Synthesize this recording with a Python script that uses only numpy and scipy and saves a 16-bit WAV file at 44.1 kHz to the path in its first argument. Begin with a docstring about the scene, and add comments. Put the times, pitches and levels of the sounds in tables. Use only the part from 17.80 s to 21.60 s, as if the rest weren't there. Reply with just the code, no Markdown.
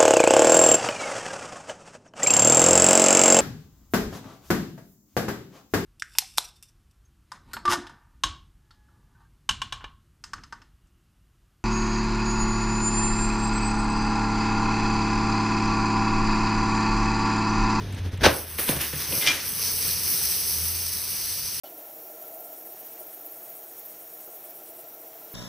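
"""Concrete yard: a full plastic bottle rolls down a plywood ramp, crunches over a board of nails and is
punctured. It bounces and scrapes, clangs against metal by the wall and lies there spraying fizzy drink.
Blows ring banks of decaying modes; rolling, nails, grit and jets are coloured noise or random clicks.
A wavering sine hums over faint yard noise; the walls return a short dull tail."""
import sys
import numpy as np
from scipy import signal
from scipy.fft import rfft, irfft
from scipy.io import wavfile

SR = 44100
rng = np.random.default_rng(int(sys.argv[2]) if len(sys.argv) > 2 else 0)


def bounce(signal):
    """Save signal as a 16-bit WAV file at the path given by the first command-line argument."""
    frames = np.transpose(np.atleast_2d(signal))
    limited = np.clip(frames, -1, 1)
    pcm = np.round(limited * 32767).astype(np.int16)
    wavfile.write(sys.argv[1], SR, pcm)


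N = 167580
T_S = np.arange(N) / SR

# Spectra list f/Hz, relative density/dB per Hz; coloured() scales each result to rms 1.
# rolling on the ramp: t/s, panel boom level/dB, contact rumble level/dB
ROLL = [(0.0, -32, -36), (0.046, -36, -36.5), (0.154, -31, -39), (0.188, -50, -34), (0.202, -29, -38.5),
        (0.228, -28, -41.5), (0.254, -28.5, -35), (0.286, -25.5, -38.5), (0.31, -40, -48),
        (0.32, -59, -39.5), (0.342, -28, -34.5), (0.384, -37, -51), (0.39, -25, -46), (0.42, -51, -27.5)]
# contact rumble spectrum: f/Hz, density/dB per Hz
RUMBLE_SPECTRUM = [(25, -25), (50, 4), (75, -6), (130, -3.5), (250, -7), (800, -22.5), (1220, -26),
                   (1680, -21.5), (2510, -30), (3070, -27.5), (6500, -29.5), (7300, -63), (8500, -37),
                   (15500, -42), (16000, -65)]
# ticks under the rolling bottle: t/s, level/dB
TICKS = [(0.021, -40), (0.1265, -39), (0.1474, -42), (0.178, -39), (.188, -41), (0.2594, -41), (.323, -44),
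         (0.3324, -45), (0.376, -40)]
# tick spectrum: f/Hz, density/dB per Hz
TICK_SPECTRUM = [(400, -16), (1000, -10), (1600, 5), (3000, 5), (5500, -5), (15000, -15)]
# nails tearing over the bottle wall: t/s, level/dB
CRUNCH = [(.4, -55), (.407, -50), (.41, -33), (.42, -32), (.429, -38), (.434, -20), (.442, -12),
          (.452, -10.5), (.463, -11), (.467, -12.5), (.472, -15.5), (.49, -24.5), (.52, -30.5), (.62, -51)]
# crunch spectrum: f/Hz, density/dB per Hz
CRUNCH_SPECTRUM = [(180, -35), (350, 0), (520, -3.5), (900, -4.5), (1250, -8), (1600, 0), (2070, -6),
                   (2800, -8), (6250, -13), (7140, -31), (8700, -21.5), (15500, -33), (16000, -50)]
# landings: t/s, relative thud level/dB, relative level/dB of the bottle's deep boom on concrete, crack level/dB
LANDINGS = [(.447, -10.5, -42, -26), (0.4592, -2.5, -34, -8), (0.484, -19, -42, -31),
            (0.513, -37, -35, -40), (0.784, -24, -42, -36), (.796, -37, -51, -45),
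            (0.8864, -13.5, -24.5, -18.5), (0.91, -27, -30, -38), (0.927, -32, -27, -42),
            (.958, -28, -27, -33), (1.128, -30, -28, -45), (1.155, -38, -32, -46), (1.281, -44, -34, -48),
            (1.305, -36, -43, -48), (1.321, -26, -40, -21), (1.339, -35, -42, -50), (1.371, -31, -34, -44),
            (1.426, -36, -38, -46), (1.462, -29, -33, -40)]
# bottle modes: f/Hz, relative level/dB, t60/s
BOTTLE_MODES = [(190, -3, 0.033), (255, 2.5, 0.045), (306, 1, 0.055), (360, -7, 0.035), (392, -2.5, 0.039),
                (482.4, 0, 0.089), (535, -3.5, 0.11), (595, 0, 0.064), (685, -3, 0.018), (811, -2, 0.029),
                (1017, -3, 0.037), (1480, -4, 0.044), (1800, -8, 0.027)]
# bottle dragging along the foot of the wall: t/s, relative level/dB
DRAG = [(1.27, -68), (1.32, -53), (1.359, -63), (1.38, -59), (1.41, -64), (1.45, -47.5), (1.48, -67),
        (1.55, -58), (1.621, -72)]
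# hard edge of each blow: f/Hz, density/dB per Hz
CRACK_SPECTRUM = [(400, -6), (1000, -5.5), (1600, -7), (2800, 4), (6000, -15), (7200, -14), (9000, -5),
                  (15500, -19)]
# drink shaking after each landing: f/Hz, density/dB per Hz
SLOSH_SPECTRUM = [(65, -24), (110, 6.5), (210, -5), (285, 1), (358, -2.5), (675, 3), (927, -8),
                  (1500, -7.5), (1950, -49), (3300, -120)]
# skids over the concrete: t/s, level/dB, attack/s, t60/s
SKIDS = [(.786, -30, 0.0033, 0.34), (.89, -29, 0.03, 0.24), (.962, -36, 0.018, 0.11),
         (1.012, -30, 0.039, 0.34), (1.038, -45, 0.012, 0.18), (1.132, -37.5, 0.0075, 0.32),
         (1.205, -38, .025, 0.73), (1.37, -57, 0.034, .3), (1.43, -32, 0.02, 0.98),
         (1.474, -27.5, 0.0035, 0.45)]
# grit spectrum: f/Hz, density/dB per Hz
GRIT_SPECTRUM = [(150, -36), (250, 2), (546, -7), (1370, -1), (1690, 4), (3900, -0.5), (5600, -14),
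                 (7000, -7), (9100, -62), (15400, -120)]
# knocks on the metal by the wall: t/s, relative level/dB
KNOCKS = [(1.322, -27), (1.413, -23), (1.424, -23), (1.4645, -14), (1.473, -8)]
# bottle rattling against the metal: t/s, relative level/dB
CHATTER = [(1.4, -58), (1.425, -51), (1.46, -50), (1.478, -49), (1.49, -46), (1.52, -47)]
# metal modes: f/Hz, relative level/dB, t60/s
METAL_MODES = [(2076, -6, .3), (2395, -2, .4), (2796, -8, .05), (2940, -5, .025), (3050, -8, 0.1),
               (3300, -7, 0.09), (3540, -5, 0.06), (3880, -10, .04), (4400, -13, .03), (4910, -12, .04),
               (5570, -15, 0.037)]
# jets of drink from the holes: t/s, upper hiss level/dB, lower hiss level/dB re upper
SPRAY = [(0.5, -36, -6), (0.54, -33, -9.5), (0.6, -35, -8.5), (0.64, -36.5, -13), (0.66, -43.5, -7),
         (0.73, -36, -13), (0.77, -37.5, -9), (0.8, -26.5, -12), (0.86, -30, -13), (0.9, -24.5, -12.5),
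         (1.0, -33.5, -9), (1.01, -27, -7.5), (1.14, -35, -7.5), (1.2, -29.5, -6.5), (1.26, -33, -4),
         (1.38, -25, -6.5), (1.45, -29, -5.5), (1.47, -33.5, 9.5), (1.56, -33.5, -3), (1.58, -37.5, 1),
         (1.7, -28.5, -10), (1.76, -31.5, -6.5), (1.79, -27.5, -6), (1.9, -27.5, -3), (1.94, -27, -8),
         (2.04, -26.5, -4.5), (2.21, -28, -5), (2.36, -24.5, -7), (2.68, -27, -5.5), (2.84, -26.5, -7),
         (2.97, -28, -6), (3.28, -31.5, -3.5), (3.31, -29, -5), (3.8, -32.5, -3)]
# jet spectrum: f/Hz, density/dB per Hz
JET_SPECTRUM = [(880, -17), (1500, -16.5), (2460, -9.5), (3480, -11), (4500, -2.5), (5540, 1.5),
                (6350, 0.5), (6800, -21), (7500, -35), (8000, -0.5), (9190, -1.5), (11600, 4.5), (12200, 3),
                (14200, -11.5), (14700, 10), (15500, 0), (15750, -33), (16400, -30)]
# drink wetting the ground: f/Hz, density/dB per Hz
SPLASH_SPECTRUM = [(71, -45), (120, -0.5), (161, 6), (292, -9), (427, -1.5), (662, -16.5), (997, -8),
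                   (3500, -10), (4550, -63), (7700, -120)]
# low hum: t/s, centre pitch f/Hz, relative level/dB
HUM = [(0.45, 78.7, -31), (0.47, 77.5, -23), (0.57, 79.2, -44), (0.82, 78.7, -41), (0.87, 75, -57),
       (0.97, 73.3, -36), (1.06, 74, -49), (1.18, 75.2, -42), (1.26, 79.5, -55), (1.32, 82, -38.5),
       (1.38, 86.2, -52), (2.12, 86.5, -43.5), (2.21, 88, -53), (2.26, 90, -42), (2.32, 88.3, -56),
       (2.45, 73.6, -52), (2.52, 73.3, -54), (2.61, 74.7, -58), (2.8, 82, -38), (2.97, 85.7, -41),
       (3.3, 82.4, -54), (3.44, 83.2, -56), (3.6, 89.4, -51), (3.8, 91.1, -70)]
# yard noise: f/Hz, density/dB per Hz
YARD_SPECTRUM = [(18, -43), (30, -8), (87, 0), (206, -14.5), (540, -15.5), (680, -22.5), (1000, -14.5),
                 (1100, -18.5), (3000, -16.5), (3900, -19), (6600, -120)]
# stereo width of coloured sounds: f/Hz, side level/dB re mid
WIDTH = [(60, -61), (110, -70), (200, 0), (380, -11), (700, -7), (1290, -11), (2380, -19), (4400, -11),
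         (8120, -6), (15000, -3.5)]

PANEL_HZ, TICK_T60_S = 92.6, 0.048
NAIL_HITS_PER_S, GRIT_PER_S = 3900, 3700
CONTACT_HZ = 870  # soft-contact lowpass
BUILD_CYCLES = 1.736  # low modes speak later
BOOM_HZ, BOOM_T60_S = 142.3, 0.13
SLOSH_RE_THUD_DB, SLOSH_T60_S = -20, 0.32
CRACK_T60_S = 0.0089
CRACK_LAG_S = 0.005  # after the soft start of a landing
CRACK_RE_KNOCK_DB = -5
MUFFLED_S, MUFFLE_DB = 1.518, -18  # the bottle then rests on the metal
JET_SPLIT_HZ = 7200
DROPS_PER_S, DROPS_RE_HISS_DB, DROP_SPREAD_DB = 900, -5, 4
SPLASH_RE_HISS_DB, SPLASH_FADE_DB_PER_S = -8.5, 4
YARD_DB = -47.5
ECHO_DB, ECHO_T60_S, ECHO_CUT_HZ = -9, 0.44, 9300
METAL_ECHO_SEND_DB = -8
PAIR_HZ = 480  # below it both microphones hear the same
PEAK_LIMIT, CUTOFF_HZ = 1.3, 16450


def from_db(db):
    """Amplitude ratio of a level in dB."""
    return 10 ** (np.asarray(db) / 20)


def rms_one(x):
    """Scales to rms 1."""
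    return x / np.sqrt(np.mean(x ** 2) + 1e-20)


def in_time(rows):
    """Interpolates each column over the time in the first."""
    t_s, *columns = np.transpose(rows)
    return [np.interp(T_S, t_s, column) for column in columns]


def at_hz(points, hz):
    """Interpolates a spectrum over log frequency."""
    points = np.array(points)
    return np.interp(np.log(hz + 1), np.log(points[:, 0]), points[:, 1])


def between(start_s, end_s, fade_s):
    """Gate with linear fades inside its ends."""
    return np.clip((T_S - start_s) / fade_s, 0, 1) * np.clip((end_s - T_S) / fade_s, 0, 1)


def drift(rate_hz):
    """Slow random wander of rms 1: noise through two equal poles, run at SR / 40."""
    pole = np.exp(-80 * np.pi * rate_hz / SR)
    noise = rng.standard_normal(N // 40 + 2002)
    slow = signal.lfilter([1], [1, -2 * pole, pole * pole], noise)[2000:]  # drop the settling
    return np.interp(np.arange(N) / 40, np.arange(len(slow)), rms_one(slow))


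def wavering(hz, rate_hz, pitch_waver, level_waver_db):
    """A near sine, about rms 1, wandering in pitch (a fraction) and level."""
    phase = 2 * np.pi * np.cumsum(hz * (1 + pitch_waver * drift(rate_hz))) / SR
    return np.sqrt(2) * np.sin(phase) * from_db(level_waver_db * drift(rate_hz))


def ring(clicks, hz, t60_s):
    """Two-pole resonator: a unit click starts a decaying sine of height 1."""
    r, w = from_db(-60 / (t60_s * SR)), 2 * np.pi * hz / SR
    return signal.lfilter([0, np.sin(w)], [1, -2 * r * np.cos(w), r * r], clicks + 1e-18)


def grains(per_s, spread_db):
    """Random clicks of uneven size and either sign; rms 1."""
    sizes = from_db(spread_db * np.minimum(rng.exponential(1, N), 4)) * rng.choice([-1, 1], N)
    return rms_one(sizes * (rng.random(N) < per_s / SR))


def coloured(mid, spectrum, patchy_db):
    """Colours a sound, widens it with unrelated noise, lets half-octave bands flicker; rms 1."""
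    hz = np.arange(N // 2 + 1) * SR / N
    middle = rfft(mid)
    side = rfft(rng.standard_normal(N)) * from_db(at_hz(WIDTH, hz))
    both = np.array([middle + side, middle - side]) * from_db(at_hz(spectrum, hz))
    if not patchy_db:
        return rms_one(irfft(both, N))
    half_octave = 2 * np.log2(np.maximum(hz, 250) / 250)
    together = drift(6)  # flicker shared by all bands
    out = np.zeros((2, N))
    for k in range(14):
        band = irfft(both * np.clip(1 - abs(half_octave - k), 0, 1), N)
        out += band * from_db(patchy_db * (together / 2 + drift(15.7)))
    return rms_one(out)


def strike(events, modes, scatter_db, build_cycles, shaking):
    """Each blow strikes every mode with a random strength; shaking drives them as well."""
    t_s, db = np.transpose(events)
    luck = rng.normal(0, 1, (len(t_s), len(modes)))
    out = np.zeros(N)
    for k, (hz, level_db, t60_s) in enumerate(modes):
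        clicks = shaking * from_db(level_db)
        at = ((t_s + build_cycles / hz) * SR).astype(int)
        clicks[at] += from_db(db + level_db + scatter_db * luck[:, k])
        out += ring(clicks, hz, t60_s) * (-1) ** k  # neighbours in opposite phase
    return out


def bursts(events):
    """Envelope: squared rise ending at each time, then an even dB decay."""
    total = np.zeros(N)
    for t_s, db, attack_s, t60_s in events:
        decay = from_db(db - 60 * np.maximum(T_S - t_s, 0) / t60_s)
        total += decay * np.clip(1 + (T_S - t_s) / attack_s, 0, 1) ** 2
    return total


def ramp():
    """Rolling: the panel booms as a wavering sine, the contact rumbles and ticks as noise."""
    boom_db, rumble_db = in_time(ROLL)
    boom = from_db(boom_db) * wavering(PANEL_HZ, 8, 0.038, 0.6)
    rumble = from_db(rumble_db) * coloured(rng.standard_normal(N), RUMBLE_SPECTRUM, patchy_db=0)
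    tick_envelope = bursts([(t_s, db, 0.006, TICK_T60_S) for t_s, db in TICKS])
    ticks = tick_envelope * coloured(rng.standard_normal(N), TICK_SPECTRUM, patchy_db=5)
    return between(-1, 0.51, 0.066) * (boom + rumble) + ticks


def nails():
    """A dense run of clicks: nail tips scratching and piercing the plastic."""
    level_db, = in_time(CRUNCH)
    scratches = coloured(grains(NAIL_HITS_PER_S, spread_db=1.5), CRUNCH_SPECTRUM, patchy_db=0)
    return between(0.397, 0.77, 0.024) * from_db(level_db) * scratches


def thuds():
    """Soft contacts and the drag ring the full bottle's modes; one deep mode booms on the concrete."""
    drag_db, = in_time(DRAG)
    drag = between(DRAG[0][0], DRAG[-1][0], 0.01) * from_db(drag_db) * grains(400, spread_db=1)
    blows = [(t_s, thud_db) for t_s, thud_db, _, _ in LANDINGS]
    rings = from_db(-11.5) * strike(blows, BOTTLE_MODES, 3.6, BUILD_CYCLES, drag)
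    booms = [(t_s, boom_db) for t_s, _, boom_db, _ in LANDINGS]
    boom = strike(booms, [(BOOM_HZ, 0, BOOM_T60_S)], 0, BUILD_CYCLES / 2, np.zeros(N))
    soften = signal.butter(1, CONTACT_HZ, fs=SR, output="sos")
    return signal.sosfilt(soften, rings + boom)


def cracks():
    """Hard contact: milliseconds of bright noise at every landing and knock."""
    blows = [(t_s + CRACK_LAG_S, crack_db) for t_s, _, _, crack_db in LANDINGS]
    blows += [(t_s, db + CRACK_RE_KNOCK_DB) for t_s, db in KNOCKS]
    envelope = bursts([(t_s, db, 0.0007, CRACK_T60_S) for t_s, db in blows])
    return envelope * coloured(rng.standard_normal(N), CRACK_SPECTRUM, patchy_db=6)


def slosh():
    """The drink shakes after each landing: a dull decaying noise tail."""
    events = [(t_s + 0.012, db + SLOSH_RE_THUD_DB, 0.015, SLOSH_T60_S) for t_s, db, *_ in LANDINGS]
    return bursts(events) * coloured(rng.standard_normal(N), SLOSH_SPECTRUM, patchy_db=0.5)


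def skids():
    """Grit under the bottle: coloured random clicks in a burst for each skid."""
    return bursts(SKIDS) * coloured(grains(GRIT_PER_S, spread_db=1), GRIT_SPECTRUM, patchy_db=0.7)


def metal():
    """Knocks and chatter ring bright modes, muffled once the bottle rests on the metal."""
    chatter_db, = in_time(CHATTER)
    chatter = between(1.4, 1.52, 0.007) * from_db(chatter_db) * grains(2500, spread_db=2)
    clang = from_db(-8) * strike(KNOCKS, METAL_MODES, 1.5, 0, chatter)
    return clang * from_db(MUFFLE_DB * between(MUFFLED_S, 9, 0.0066))


def spray():
    """Jets: bright noise and drop clicks; the table balances lower and upper hiss, splash tracks upper."""
    upper_db, lower_db = in_time(SPRAY)
    drops = from_db(DROPS_RE_HISS_DB) * grains(DROPS_PER_S, DROP_SPREAD_DB)
    hiss = coloured(rms_one(rng.standard_normal(N) + drops), JET_SPECTRUM, patchy_db=1)
    lower = signal.sosfiltfilt(signal.butter(4, JET_SPLIT_HZ, fs=SR, output="sos"), hiss)
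    jets = rms_one(hiss - lower) + from_db(lower_db) * rms_one(lower)
    splash_db = SPLASH_RE_HISS_DB - SPLASH_FADE_DB_PER_S * T_S
    splash = from_db(splash_db) * coloured(rng.standard_normal(N), SPLASH_SPECTRUM, patchy_db=2)
    return between(0.413, 9, 0.068) * from_db(upper_db) * (jets + splash)


def walls(x):
    """Close yard walls: a short dull noise tail, different on each side."""
    t_s = T_S[:SR // 2]
    tail = rng.standard_normal((2, len(t_s))) * from_db(-60 * t_s / ECHO_T60_S) * (t_s > 0.008)
    band = signal.butter(1, [300, ECHO_CUT_HZ], "band", fs=SR, output="sos")
    tail = signal.sosfilt(band, tail)
    tail /= np.sqrt(np.sum(tail ** 2) / 2)  # mean energy 1 per side
    return from_db(ECHO_DB) * signal.fftconvolve(x[None], tail, axes=1)[:, :N]


def hum():
    """Background hum: a sine wavering about a moving pitch and level."""
    hz, level_db = in_time(HUM)
    return between(0.37, 9, 0.038) * from_db(level_db - 1) * wavering(hz, 5.18, 0.0181, 0.99)


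def yard():
    """Steady, mostly low yard noise."""
    return from_db(YARD_DB) * coloured(rng.standard_normal(N), YARD_SPECTRUM, patchy_db=0)


def scene():
    """Sums the layers; only body and clang feed the wall tail."""
    body, clang = thuds(), metal()
    echo = walls(body + from_db(METAL_ECHO_SEND_DB) * clang)
    blows = body + clang + echo + cracks() + slosh()
    return blows + ramp() + nails() + skids() + spray() + hum() + yard()


def record(dry):
    """Peaks are rounded, close microphones share the bass, the top is cut."""
    left, right = PEAK_LIMIT * np.tanh(dry / PEAK_LIMIT)
    mid = (left + right) / 2
    side_highpass = signal.butter(5, PAIR_HZ, "high", fs=SR, output="sos")
    side = signal.sosfilt(side_highpass, (left - right) / 2)
    top_cut = signal.cheby2(12, 70, CUTOFF_HZ, fs=SR, output="sos")
    return signal.sosfilt(top_cut, [mid + side, mid - side])


dry = scene()
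out = record(dry)
bounce(out)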